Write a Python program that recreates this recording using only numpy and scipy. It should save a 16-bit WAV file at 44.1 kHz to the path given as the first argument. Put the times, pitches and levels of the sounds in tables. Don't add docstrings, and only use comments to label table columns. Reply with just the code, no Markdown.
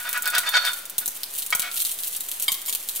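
import sys
import numpy as np
from scipy import signal
from scipy.fft import rfft, irfft
from scipy.io import wavfile
from scipy.ndimage import uniform_filter1d

SR = 44100
rng = np.random.default_rng(int(sys.argv[2]) if len(sys.argv) > 2 else 0)


def store_pcm(level_fs):
    pcm = np.round(np.clip(level_fs, -1, 1) * 32767).astype(np.int16)
    wavfile.write(sys.argv[1], SR, np.atleast_2d(pcm).T)


N = 132300

BODY_HZ, BODY_WIDTH_HZ = 3800, 1820
# start in seconds, treble peak in dB, body level against the treble in dB.
POPS = [(0.092, -8.5, -17), (0.1296, -5, -15), (0.176, -12, -14), (0.2227, -7, -23), (0.2571, -9.5, -5),
        (0.276, -6.5, -15), (0.302, -9.5, -33), (0.3509, -7.5, -3), (0.3828, 0.5, -11), (0.491, -7.5, -19),
        (0.6518, -9.5, -3), (0.733, -10, -13), (0.8548, -15, -16), (0.8978, -14, -16), (0.9817, 0, -14),
        (1.059, -7, -17), (1.0786, -3, -19.5), (1.2335, -10.5, -2), (1.393, -14, -12), (1.4223, -11, -9),
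        (1.4638, -10, -16), (1.505, -8, -11), (1.5506, 0.5, -19), (1.5959, -1.5, -14), (1.62, -7.5, -9.5),
        (1.715, -13.5, -7.5), (1.7654, -15.5, -3.5), (1.774, -9, -9), (1.798, -12.5, -7),
        (1.8502, -5, -9.5), (1.8665, -8, -16), (1.895, -14.5, -8), (1.9151, -9, -15), (1.989, -14, -10),
        (2.004, -14, -28), (2.035, -12, -7.5), (2.0791, -10, -22), (2.1496, -14, -10), (2.165, -14, -24),
        (2.2074, -9, -15), (2.3156, -8.5, -11), (2.3989, -8, -17), (2.424, -6, -18), (2.5196, -2, -13),
        (2.543, -11, -8), (2.548, -25, -10), (2.6612, -13, -10), (2.6963, -6, -11.5), (2.727, -6, -11),
        (2.7501, -3.5, -13), (2.888, -5.5, -11)]


def pops():
    sputter_s, sputter_db = 0.01, -10.5
    out, impulse = np.zeros((2, N + 4096)), np.r_[1., np.zeros(511)]
    thump = band(impulse, 790, 1500)
    for start, db, body_db in POPS:
        bright = band(impulse, 11740 * np.exp(rng.uniform(-.032, .032)), 8740)
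        body = band(impulse, BODY_HZ * np.exp(rng.uniform(0, .2)), BODY_WIDTH_HZ)
        shape = bright / bright.max() + undb(body_db) * body / body.max()
        shape += undb(db - 28.5) * thump / thump.max()
        lag = round(rng.uniform(-1, 1))
        sputter_times = sputter_s * rng.random() * rng.random(8)
        clicks = np.zeros(2048)
        np.add.at(clicks, (sputter_times * SR).astype(int), undb(sputter_db) * rng.uniform(-1, 1, 8))
        clicks[0] = 1
        burst = stereo(np.r_[np.zeros(8), np.convolve(clicks, shape)], lag)
        i = int(start * SR) - 8
        out[:, i:i + burst.shape[1]] += undb(db) * burst
    return out[:, :N]


# time in seconds, relative level in dB.
SIZZLE_LEVELS = [(0, -34), (.35, -52), (.7, -33), (.82, -39.5), (.96, -82), (1.1, -37.5), (1.2, -39),
                 (1.4, -31.5), (1.6, -53), (1.74, -34), (1.79, -25.5), (1.95, -33), (2.05, -28), (2.2, -35),
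                 (2.28, -35.5), (2.45, -33), (2.62, -34), (2.74, -32.5), (2.82, -37), (3, -30.5)]


def sizzle():
    clusters = undb(4 * wander(per_s=40))
    clicks = sum(stereo(random_clicks(per_s=400), lag) for lag in (-1, 0, 1)) * clusters
    bubbles = unit(clicks) + undb(-14.5) * rng.standard_normal((2, N))
    bright = unit(band(bubbles, 11550, 7600))
    body = unit(band(bubbles, BODY_HZ, BODY_WIDTH_HZ))
    level_db = np.interp(np.arange(N) / SR, *np.transpose(SIZZLE_LEVELS)) - 2.5
    return (bright + undb(-12) * body) * undb(level_db)


# frequency in Hz, width in Hz,
# relative level in dB when rubbed on its floor, the same when touched near the rim.
PAN_MODES = [(721, 57, -17, -9.5), (980, 15, -18.5, -27), (1373, 16, -24, -6.5), (1424, 24, -21, -5.5),
             (1453, 39, 0.5, -7), (1561, 90, -10, -14), (1695, 210, -16, -23), (1695, 150, -9.5, -15),
             (1923, 120, -13, -9.5), (2224, 53, -12, -1), (2460, 55, -14, -22), (2970, 78, -10.5, -15),
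             (3224, 110, -10, -5), (3577, 26, 0.5, -34), (4372, 29, 0, -27), (4750, 45, -39, -46)]
# peak time, rise and fall in seconds, level in dB,
# share of the high modes in dB.
STROKES = [(0, 0.023, 0.02, -40, -10), (0.082, 0.068, 0.023, -34.5, -9.5), (0.168, 0.047, 0.02, -28.5, -22),
           (0.272, 0.039, 0.019, -29.5, -3.5), (0.368, 0.044, 0.021, -21, -10.5),
           (0.436, 0.0056, 0.018, -34, -19), (0.479, 0.028, 0.014, -25.5, -3),
           (0.568, 0.044, 0.02, -19.5, -1.5), (0.671, 0.063, 0.046, -29.5, -4),
           (1.021, 0.024, 0.025, -47, -2), (1.653, 0.05, 0.05, -35.5, -2.5)]


def spatula_scrapes(at_rim):
    rim_from_s, high_from_hz = 1.5, 2800
    t, low, high = np.arange(N) / SR, 0, 0
    for peak, rise, fall, db, high_db in STROKES:
        if (peak > rim_from_s) == at_rim:
            speed = undb(db) * np.exp(-2 * ((t - peak) / np.where(t < peak, rise, fall)) ** 2)
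            low += speed
            high += speed * undb(high_db)
    grit = random_clicks(per_s=4000)
    rasp = undb(-6) * band(grit * low, 2500, 2200) + undb(-14.5) * band(grit * high, 2130, 5000)
    ringing = 0
    for hz, width, floor_db, rim_db in PAN_MODES:
        push = grit * (high if hz > high_from_hz else low)
        gain = undb((rim_db if at_rim else floor_db) + 8.5) * np.sqrt(width / SR)
        ringing += gain * ring(push, hz, width)
    return rasp + ringing


# start in seconds, level in dB.
KNOCK_CONTACTS = [(1.5258, -10), (1.5315, -16)]


def spatula_knock():
    tilt_db_per_octave = 6
    modes = [(hz, width, rim_db + tilt_db_per_octave * np.log2(hz / 1500))
             for hz, width, _, rim_db in PAN_MODES]
    return strike(KNOCK_CONTACTS, modes, rattle_s=0.0032)


# frequency in Hz, width in Hz, relative level in dB.
UTENSIL_MODES = [(1097, 51, -2), (2120, 94, -9), (2225, 65, -2.5), (3186, 113, 4.5), (3635, 86, -0.5),
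                 (4743, 105, -0.5), (6990, 50, 1), (8260, 57, -6), (8730, 75, -1), (10400, 88, -5.5),
                 (13200, 150, 3)]
# start in seconds, level in dB.
CLINKS = [(2.4813, -13), (2.4845, -23.5), (2.4945, -22.5), (2.6823, -22)]


def utensil_clinks():
    return strike(CLINKS, UTENSIL_MODES, rattle_s=0.00087)


# delay in seconds, smear in seconds, relative level in dB.
ECHOES = [(.0026, 0.0006, -3.5), (.0072, 0.00023, -8), (0.0119, 0.00025, -13), (0.02, 0.00075, -19.5)]


def kitchen(x):
    t = np.arange(int(.5 * SR)) / SR

    def decay(t60, delay):
        return (t > delay) * np.exp(-np.log(1000) * np.maximum(t - delay, 0) / t60) / np.sqrt(t60 * SR / 14)

    alike_below_hz = 3860
    noise = rng.standard_normal((2, 3, len(t)))
    shared, separate = noise[:, :1], noise[:, 1:]
    early, late = lowpass(shared, alike_below_hz) + separate - lowpass(separate, .37 * alike_below_hz)
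    scatter = undb(-9) * decay(t60=0.037, delay=0.00286)
    echoes = sum(undb(db) * decay(7 * smear, delay) for delay, smear, db in ECHOES)
    dull = lowpass(late, 5000)
    tail = dull * decay(t60=0.61, delay=0.027) + (late - dull) * decay(t60=0.27, delay=0.016)
    response = early * (scatter + echoes) + undb(-9) * tail
    response[:, 0] = 1
    return signal.fftconvolve(x, flatten(response), axes=1)[:, :N]


# frequency in Hz, relative spectral density in dB.
ROOM_TONE = [(20, -10), (50, -10), (120, -7.5), (600, -3), (2400, -3), (5400, -5.5), (16000, -7.5)]


def room_tone():
    hz, (row_hz, row_db) = np.arange(N // 2 + 1) * SR / N, np.transpose(ROOM_TONE)
    gain = undb(np.interp(np.log(hz + 1), np.log(row_hz), row_db))
    mid, side = unit(irfft(rfft(rng.standard_normal((2, N))) * gain, N))
    return undb(-44.5) * (mid + undb(-5) * side * np.array([[1], [-1]]))


def strike(contacts, modes, rattle_s):
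    push, t = np.zeros(N), np.arange(2000) / SR
    for start, db in contacts:
        i = int(start * SR)
        rattle = rng.standard_normal(len(t)) * np.exp(-t / rattle_s) / np.sqrt(rattle_s * SR)
        push[i:i + len(t)] += undb(db + 5) * rattle
        push[i] += undb(db)
    ringing = sum(undb(db - 12.5) * ring(push, hz, width) for hz, width, db in modes)
    crack = undb(-8.5) * band(push, 2375, 2400)
    return ringing + crack


def ring(x, hz, width):
    radius, angle = np.exp(-np.pi * width / SR), 2 * np.pi * hz / SR
    return signal.lfilter([.5, 0, -.5], [1, -2 * radius * np.cos(angle), radius * radius], x)


def random_clicks(per_s, scatter_db=7.5):
    hits = rng.random(N) < per_s / SR
    signs = rng.choice([-1., 1.], N)
    sizes = undb(scatter_db * np.minimum(rng.exponential(size=N), 3))
    return unit(hits * signs * sizes)


def wander(per_s):
    hold = int(SR / per_s)
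    return uniform_filter1d(np.repeat(rng.standard_normal(N // hold + 1), hold), hold // 2)[:N]


def stereo(x, lag):
    return np.array([x, np.roll(x, lag)])


def flatten(response, smooth_hz=200):
    spectrum, n = rfft(response), response.shape[1]
    power = uniform_filter1d(np.abs(spectrum) ** 2, size=int(smooth_hz * n / SR))
    cepstrum = irfft(np.log(power / power.mean()) / 2)
    cepstrum[:, 1:n // 2] *= 2
    cepstrum[:, n // 2:] = 0
    return irfft(spectrum / np.exp(rfft(cepstrum)))


def band(x, hz, width):
    edges = [max(hz - width / 2, 20), min(hz + width / 2, .45 * SR)]
    return signal.sosfilt(signal.butter(2, edges, "bandpass", fs=SR, output="sos"), x)


def lowpass(x, hz):
    return signal.sosfilt(signal.butter(1, hz, fs=SR, output="sos"), x)


def undb(db):
    return 10 ** (np.asarray(db) / 20)


def unit(x):
    return x / np.sqrt(np.mean(x ** 2, axis=-1, keepdims=True))


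def scene():
    metal = spatula_knock() + spatula_scrapes(at_rim=False) + spatula_scrapes(at_rim=True)
    metal += utensil_clinks()
    metal = signal.sosfilt(signal.butter(4, 610, "highpass", fs=SR, output="sos"), metal)
    return kitchen(pops() + sizzle() + metal) + room_tone()


def record(dry):
    treble_step = signal.ellip(5, .5, 25, 15650, fs=SR, output="sos")
    steep_cut = signal.ellip(12, .2, 90, 16500, fs=SR, output="sos")
    softened = signal.sosfilt(treble_step, np.tanh(dry))
    return signal.sosfilt(steep_cut, softened) - .0025


dry = scene()
out = record(dry)
store_pcm(out)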